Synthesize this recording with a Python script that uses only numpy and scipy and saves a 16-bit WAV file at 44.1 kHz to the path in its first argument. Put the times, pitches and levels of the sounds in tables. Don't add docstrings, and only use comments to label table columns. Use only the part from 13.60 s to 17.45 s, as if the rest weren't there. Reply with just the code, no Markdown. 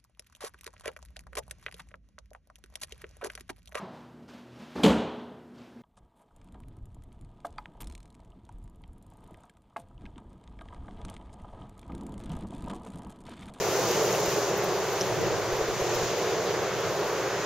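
import sys
import numpy as np
from scipy import signal
from scipy.fft import rfft, irfft, next_fast_len
from scipy.io import wavfile
from scipy.ndimage import uniform_filter1d

SR = 44100
rng = np.random.default_rng(int(sys.argv[2]) if len(sys.argv) > 2 else 0)


def transcribe(u):
    v = np.clip(np.atleast_2d(u).T, -1, 1)
    q = np.round(v * 32767).astype(np.int16)
    wavfile.write(sys.argv[1], SR, q)


def elevation(decibels):
    levels = np.asarray(decibels, float)
    return 10 ** (levels / 20)


N = 169785
T = np.arange(N) / SR

# start_s [s], roar_db [dB], hiss_db [dB], mist_db [dB]
SURF_LEVELS = [(0, -30.5, -39.5, -47.5), (.35, -28.5, -37.5, -45), (.62, -29, -39, -47.5),
               (.7, -30, -39.5, -46), (.99, -29, -43.5, -53.5), (1.4, -31.5, -43.5, -52),
               (1.72, -30, -44, -56), (1.85, -31, -45.5, -55.5), (2.16, -35, -43, -54.5),
               (2.35, -29, -40.5, -52.5), (2.47, -32.5, -40.5, -52), (2.7, -30.5, -44, -55.5),
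               (3.01, -31.5, -45, -56), (3.08, -34.5, -45, -58), (3.25, -32.5, -44.5, -53.5),
               (3.45, -31, -45, -54), (3.6, -30, -45, -54.5), (3.85, -33, -44.5, -55.5)]
# start_s [s], level_db [dB]
SHORE_LEVELS = [(0, -34), (.3, -33.5), (.6, -34.5), (1.2, -34.5), (1.55, -34), (2.0, -34.5), (2.24, -36.5),
                (2.31, -32.5), (2.4, -34), (2.65, -34), (2.8, -37), (3.0, -32.5), (3.2, -35.5),
                (3.25, -30.5), (3.32, -36.5), (3.5, -33), (3.85, -34)]
# centre_s [s], level_db [dB], half_length_s [s]
WAVE_CRESTS = [(0.078, 1, .06), (0.197, 1.5, 0.041), (0.613, 3, 0.039), (0.648, -1.5, 0.013),
               (0.797, 1, 0.033), (.99, -0.5, .02), (1.103, 0.5, .05), (1.29, -1, 0.037), (1.338, 1, .02),
               (1.517, 3, .015), (1.66, 1, .03), (1.73, 1.4, 0.016), (1.83, -2.5, 0.018),
               (1.943, 2.5, 0.018), (2.018, 6.5, 0.0069), (2.1, 4.5, 0.025), (2.164, -0.5, 0.022),
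               (2.21, 4.5, 0.022), (2.307, -0.5, .02), (2.35, 0, .02), (2.43, 0, .03), (2.564, 2.5, .04),
               (2.78, -0.5, .04), (2.91, 1, .04), (3.017, 1.5, 0.023), (3.078, 0.5, .05), (3.2, 0.5, 0.035),
               (3.43, 1, 0.035), (3.6, -0.5, .05), (3.72, -0.5, .03)]
# start_s [s], level_db [dB]
CLIFF_THUDS = [(0.0, -40), (0.19, -42.5), (0.21, -38.5), (0.77, -40.5), (0.88, -46), (0.92, -38.5),
               (1.26, -43.5), (1.53, -41), (1.56, -40), (1.67, -38), (1.8, -46.5), (2.34, -43.5),
               (2.44, -38), (2.49, -43.5), (3.47, -42), (3.5, -48), (3.78, -42), (3.85, -49)]
# pitch_hz [Hz], density_db [dB per Hz]
BOOM_SPECTRUM = [(15, -46), (30, -26), (48, -29), (70, -13.5), (103, -2), (130, 0.5), (195, 3), (245, -16)]
# pitch_hz [Hz], density_db [dB per Hz]
ROAR_SPECTRUM = [(140, -72), (245, -22.5), (356, -2.5), (400, 0), (826, -10), (1120, -12.5), (1320, -15),
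                 (2920, -22), (4000, -24.5), (5200, -26.5), (8800, -120)]
# pitch_hz [Hz], density_db [dB per Hz]
FOAM_SPECTRUM = [(1500, -20), (3000, -15.5), (4500, -6), (6200, 2), (7000, -0.5), (7600, -7.5), (8000, -39),
                 (9000, -56)]
# pitch_hz [Hz], density_db [dB per Hz]
MIST_SPECTRUM = [(6000, -40), (8300, -4), (9600, -6), (11800, -6), (12600, -2.5), (13600, 1), (15000, -3.5),
                 (16000, -6)]
# start_s [s], level_db [dB]
GUST_LEVELS = [(0, -58), (.8, -71), (1.1, -51), (1.3, -50), (1.54, -41), (1.75, -40.5), (2.0, -50.5),
               (2.2, -45), (2.5, -47), (2.65, -57), (3.25, -46), (3.5, -58), (3.85, -63)]
# pitch_hz [Hz], density_db [dB per Hz]
WIND_SPECTRUM = [(15, -22), (70, -22.5), (110, 1.5), (150, -6), (200, -20), (245, -18), (380, -12),
                 (600, -50)]
# start_s [s], peak_db [dB], pitch_hz [Hz]
WIND_SHOVES = [(0, -48, 40), (.68, -31, 90), (1.08, -39, 80), (1.37, -44, 80), (1.499, -34, 115),
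               (1.655, -35, 135), (2.431, -31, 110), (3.08, -45, 90), (1.51, -51, 45), (1.65, -44, 55),
               (1.6, -46, 45), (2.11, -41, 80), (1.715, -43, 55), (1.925, -32, 35), (1.985, -40, 60),
               (2.015, -33, 50), (2.085, -35, 55), (2.212, -33, 55), (2.355, -39, 32), (2.425, -37, 60),
               (2.45, -40, 60)]
# start_s [s], peak_db [dB], pitch_hz [Hz]
EDDY_POPS = [
    (1.525, -32, 420),
    (1.588, -27, 380),
    (1.612, -26, 380),
    (1.63, -33, 430),
    (1.663, -31, 360),
    (1.783, -29, 400),
    (1.895, -39, 380),
]
# centre_s [s], peak_db [dB], pitch_hz [Hz], left_over_right_db [dB]
FINE_TICKS = [(0.3122, -31, 14900, -2.0), (0.5267, -34, 13200, -1.0), (0.7188, -32, 12900, 1.0),
              (0.9782, -27, 13900, -1.0), (1.0425, -28, 13000, -1.5), (1.3299, -32, 14100, -1.0),
              (1.4032, -36, 13100, 1.0), (1.6127, -38, 13400, -1.5), (1.6666, -38, 13200, 0.0),
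              (1.927, -38, 14800, -2.0), (1.9684, -35, 14100, -0.5), (2.0482, -39, 14500, -0.5),
              (2.3511, -27, 14500, -4.5), (2.5845, -33, 14700, -2.5), (3.2031, -41, 14300, 1.0),
              (3.476, -37, 13200, -0.5)]
# start_s [s], peak_db [dB], pitch_hz [Hz], t60_s [s]
RINGING_DROPS = [(.313, -26, 5550, .005), (.527, -22, 6600, .007), (.549, -26, 2700, .007),
                 (.66, -27, 6800, .004), (2.351, -27, 5500, .004), (1.408, -44.5, 11100, .02),
                 (1.411, -39, 7900, .004), (.66, -28, 13800, .0025), (.315, -31, 14500, .005),
                 (2.341, -40, 13600, .004), (1.48, -39, 14300, .003), (2.62, -41, 14800, .003),
                 (3.243, -40, 13000, .003)]
# centre_s [s], peak_db [dB], pitch_hz [Hz], half_length_s [s]
DROP_STRIKE = [
    (1.4114, -15.5, 5650, .00032),
    (1.4127, -27, 5100, .0004),
    (1.4141, -31, 5000, .0005),
    (1.4174, -21, 5950, .00055),
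    (1.419, -28, 5950, .0009),
]
SPRAY_BAND = [11500, 15500]
# pitch_hz [Hz], side_over_mid_db [dB]
STEREO_WIDTH = [(30, -16), (120, -14), (400, -19), (1000, -18), (2500, -9.5), (5000, -5), (9000, -2),
                (15000, -6.5)]
# pitch_hz [Hz], left_over_right_db [dB]
PORT_BALANCE = [(60, -0.6), (1500, -0.4), (3000, 0.5), (7100, 1.5), (8400, -7), (10500, 6), (11300, -2),
                (15000, 0)]
# pitch_hz [Hz], level_db [dB rms]
HUM_LINES = [
    (29.97, -74),
    (59.94, -59),
    (119.88, -51),
    (15734, -82),
]


def rms_one(x):
    return x / np.sqrt(np.mean(x ** 2) + 1e-20)


def in_time(rows):
    s, *columns = np.transpose(rows)
    return [np.interp(T, s, column) for column in columns]


def at_hz(points, hz):
    point_hz, db = np.transpose(points)
    return np.interp(np.log(hz), np.log(point_hz), db)


def drift(rate):
    r = np.exp(-80 * np.pi * rate / SR)
    noise = rng.standard_normal(N // 40 + 2002)
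    slow = signal.lfilter([1], [1, -2 * r, r * r], noise)[2000:]
    return np.interp(np.arange(N) / 40, np.arange(len(slow)), rms_one(slow))


def wash(spectrum, shared_db, own_db, rate, wider_db=0, count=6):
    size = next_fast_len(N)
    hz = np.maximum(np.arange(size // 2 + 1) * SR / size, 1)
    low_hz, high_hz = spectrum[0][0], spectrum[-1][0]
    shape = elevation(at_hz(spectrum, hz)) * (hz > low_hz) * (hz < high_hz)
    shape = shape / np.sqrt(np.mean(shape ** 2))
    mid, side = rfft(rng.standard_normal((2, size))) * shape
    side = side * elevation(at_hz(STEREO_WIDTH, hz) + wider_db)
    centres = np.geomspace(low_hz, high_hz, count)
    together = drift(rate / 4)
    for k, centre in enumerate(centres):
        part = np.interp(np.log(hz), np.log(centres), np.arange(count) == k)
        gain = elevation(shared_db * together + own_db * drift(rate))
        band = irfft(np.array([mid + side, mid - side]) * part, size)[:, :N]
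        power = uniform_filter1d(uniform_filter1d(np.mean(band ** 2, axis=0), 4000), 4000)
        yield centre, gain * band * np.sqrt(power.mean() / power)


def roar(roar_db, hiss_db):
    shore_db, = in_time(SHORE_LEVELS)
    thud_db, = in_time(CLIFF_THUDS)
    crest_db = sum(db * np.exp(-((T - s) / half) ** 2) for s, db, half in WAVE_CRESTS)
    near_db = roar_db - roar_db.mean() + crest_db
    far_db = shore_db - shore_db.mean() + 0.93
    spray_db = 0.49 * (hiss_db - hiss_db.mean())
    breakers = np.zeros((2, N))
    for hz, band in wash(ROAR_SPECTRUM, shared_db=.4, own_db=1.1, rate=7.0, count=8):
        level_db = spray_db if hz > 2000 else far_db if hz > 900 else near_db
        breakers += band * elevation(level_db)
    boom = sum(band for _, band in wash(BOOM_SPECTRUM, shared_db=.5, own_db=1.0, rate=6.0, count=4))
    return elevation(roar_db.mean() + 2) * breakers + elevation(thud_db - 1) * rms_one(boom)


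def ring(clicks, hz, t60):
    r = elevation(-60 / (t60 * SR))
    w = 2 * np.pi * min(hz, .45 * SR) / SR
    return signal.lfilter([0, np.sin(w)], [1, -2 * r * np.cos(w), r * r], clicks + 1e-18)


def bubbles(per_s, low_hz, high_hz, cycles):
    sizes = elevation(3.5 * np.minimum(rng.exponential(1, (3, N)), 5))
    clicks = sizes * (rng.random((3, N)) < per_s / SR)
    dealt = rng.integers(0, 6, (3, N))
    pitches = np.geomspace(low_hz, high_hz, 6)
    left, right, both = sum(ring(clicks * (dealt == k), hz, cycles / hz) for k, hz in enumerate(pitches))
    return rms_one(np.array([left, right]) + both)


def foam(hiss_db, mist_db):
    hiss = sum(band for _, band in wash(FOAM_SPECTRUM, shared_db=.6, own_db=.5, rate=16.0, count=4))
    mist = sum(band for _, band in wash(MIST_SPECTRUM, shared_db=.8, own_db=.8, rate=17.0, count=5))
    fizz = bubbles(380, low_hz=2500, high_hz=7000, cycles=4.6)
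    crackle = bubbles(77 * elevation(3.0 * drift(12.0)), low_hz=12500, high_hz=15200, cycles=30.0)
    low_foam = elevation(hiss_db) * (elevation(1) * hiss + elevation(-11) * fizz)
    high_mist = elevation(mist_db + 1.04) * (mist + elevation(-10) * crackle)
    return low_foam + high_mist


def add_ring(out, s, db, hz, t60, rise_s, sides):
    start = max(int(s * SR), 0)
    t = np.arange(min(int(2 * t60 * SR), N - start)) / SR
    shape = (1 - np.exp(-t / rise_s)) * elevation(-60 * t / t60) * np.sin(2 * np.pi * hz * t)
    out[:, start:start + len(t)] += elevation(db) * np.outer(sides, shape) / np.abs(shape).max()


def wind():
    gust_db, = in_time(GUST_LEVELS)
    lumps = sum(band for _, band in wash(WIND_SPECTRUM, shared_db=1.5, own_db=2.5, rate=25.0,
                                         wider_db=10, count=3))
    out = elevation(gust_db + 2) * rms_one(lumps)
    for s, db, hz in WIND_SHOVES:
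        add_ring(out, s, db - 1.5, hz, t60=1.9 / hz, rise_s=.006, sides=[1, 1])
    for s, db, hz in EDDY_POPS:
        add_ring(out, s, db, hz, t60=.025, rise_s=.002, sides=[1, -1])
    return out


def blip(s, db, hz, half):
    t = T - s
    bell = np.exp(-.5 * np.minimum((t / half) ** 2, 200))
    return elevation(db) * bell * np.cos(2 * np.pi * hz * t)


def droplets():
    out = np.zeros((2, N)) + sum(blip(*row) for row in DROP_STRIKE)
    for s, db, hz, t60 in RINGING_DROPS:
        add_ring(out, s, db, hz, t60, rise_s=.0007, sides=[1, 1])
    spray_filter = signal.butter(2, SPRAY_BAND, "band", fs=SR, output="sos")
    spray = rms_one(signal.sosfilt(spray_filter, rng.standard_normal((2, N))))
    late_s, tick_half_s, spray_half_s = .0015, .00015, .018
    for s, db, hz, pan_db in FINE_TICKS:
        sides = elevation([pan_db / 2, -pan_db / 2])
        tick = blip(s + late_s, db + 3.5, hz, tick_half_s)
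        skirt = blip(s + late_s, db - 12, .75 * hz, tick_half_s)
        out += np.outer(sides, tick) + np.outer(sides * [1, -1], skirt)
        first = max(int((s - 3 * spray_half_s) * SR), 0)
        last = min(int((s + 3 * spray_half_s) * SR), N)
        near = np.arange(first, last)
        puff = np.exp(-((near / SR - s) / spray_half_s) ** 2)
        out[:, near] += elevation(db - 19) * puff * spray[:, near]
    return out


def scene():
    roar_db, hiss_db, mist_db = in_time(SURF_LEVELS)
    return roar(roar_db, hiss_db) + foam(hiss_db, mist_db) + wind() + droplets()


def hum():
    out = np.zeros(N)
    for hz, db in HUM_LINES:
        out += np.sqrt(2) * elevation(db + .5 * drift(3.0)) * np.sin(2 * np.pi * hz * T)
    return out


def treble_gap(x):
    low_hz, high_hz, wander_hz = 7780, 8270, 55
    hz, frames, cells = signal.stft(x, SR, nperseg=1024)
    wander = uniform_filter1d(rng.standard_normal((2, len(frames))), size=3) * np.sqrt(3)
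    low, high = wander_hz * wander
    inside = (hz[:, None] > low_hz + low) & (hz[:, None] < high_hz + high)
    filled = np.repeat(rng.random(len(frames)) < .09, 3)[:len(frames)]
    gap_db = inside * np.where(filled, -12, -45)
    field = uniform_filter1d(rng.standard_normal(inside.shape), size=2, axis=0)
    field = uniform_filter1d(field, size=5, axis=1)
    holes = (field < np.quantile(field, .1)) & (hz[:, None] > high_hz)
    return signal.istft(cells * elevation(gap_db - 25 * holes), SR, nperseg=1024)[1][:, :N]


def top_cut(x):
    return signal.sosfilt(signal.butter(12, 15900, fs=SR, output="sos"), x)


def record(dry):
    left_lag_s, top_hz = .000013, 15755
    size = next_fast_len(N + 512)
    hz = np.maximum(np.arange(size // 2 + 1) * SR / size, 1)
    port = elevation(at_hz(PORT_BALANCE, hz) / 2) * np.exp(-1j * np.pi * hz * left_lag_s)
    heard = irfft(rfft(dry, size) * [port, 1 / port] * (hz < top_hz), size)[:, :N]
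    return top_cut(treble_gap(heard + hum()))


dry = scene()
out = record(dry)
transcribe(out)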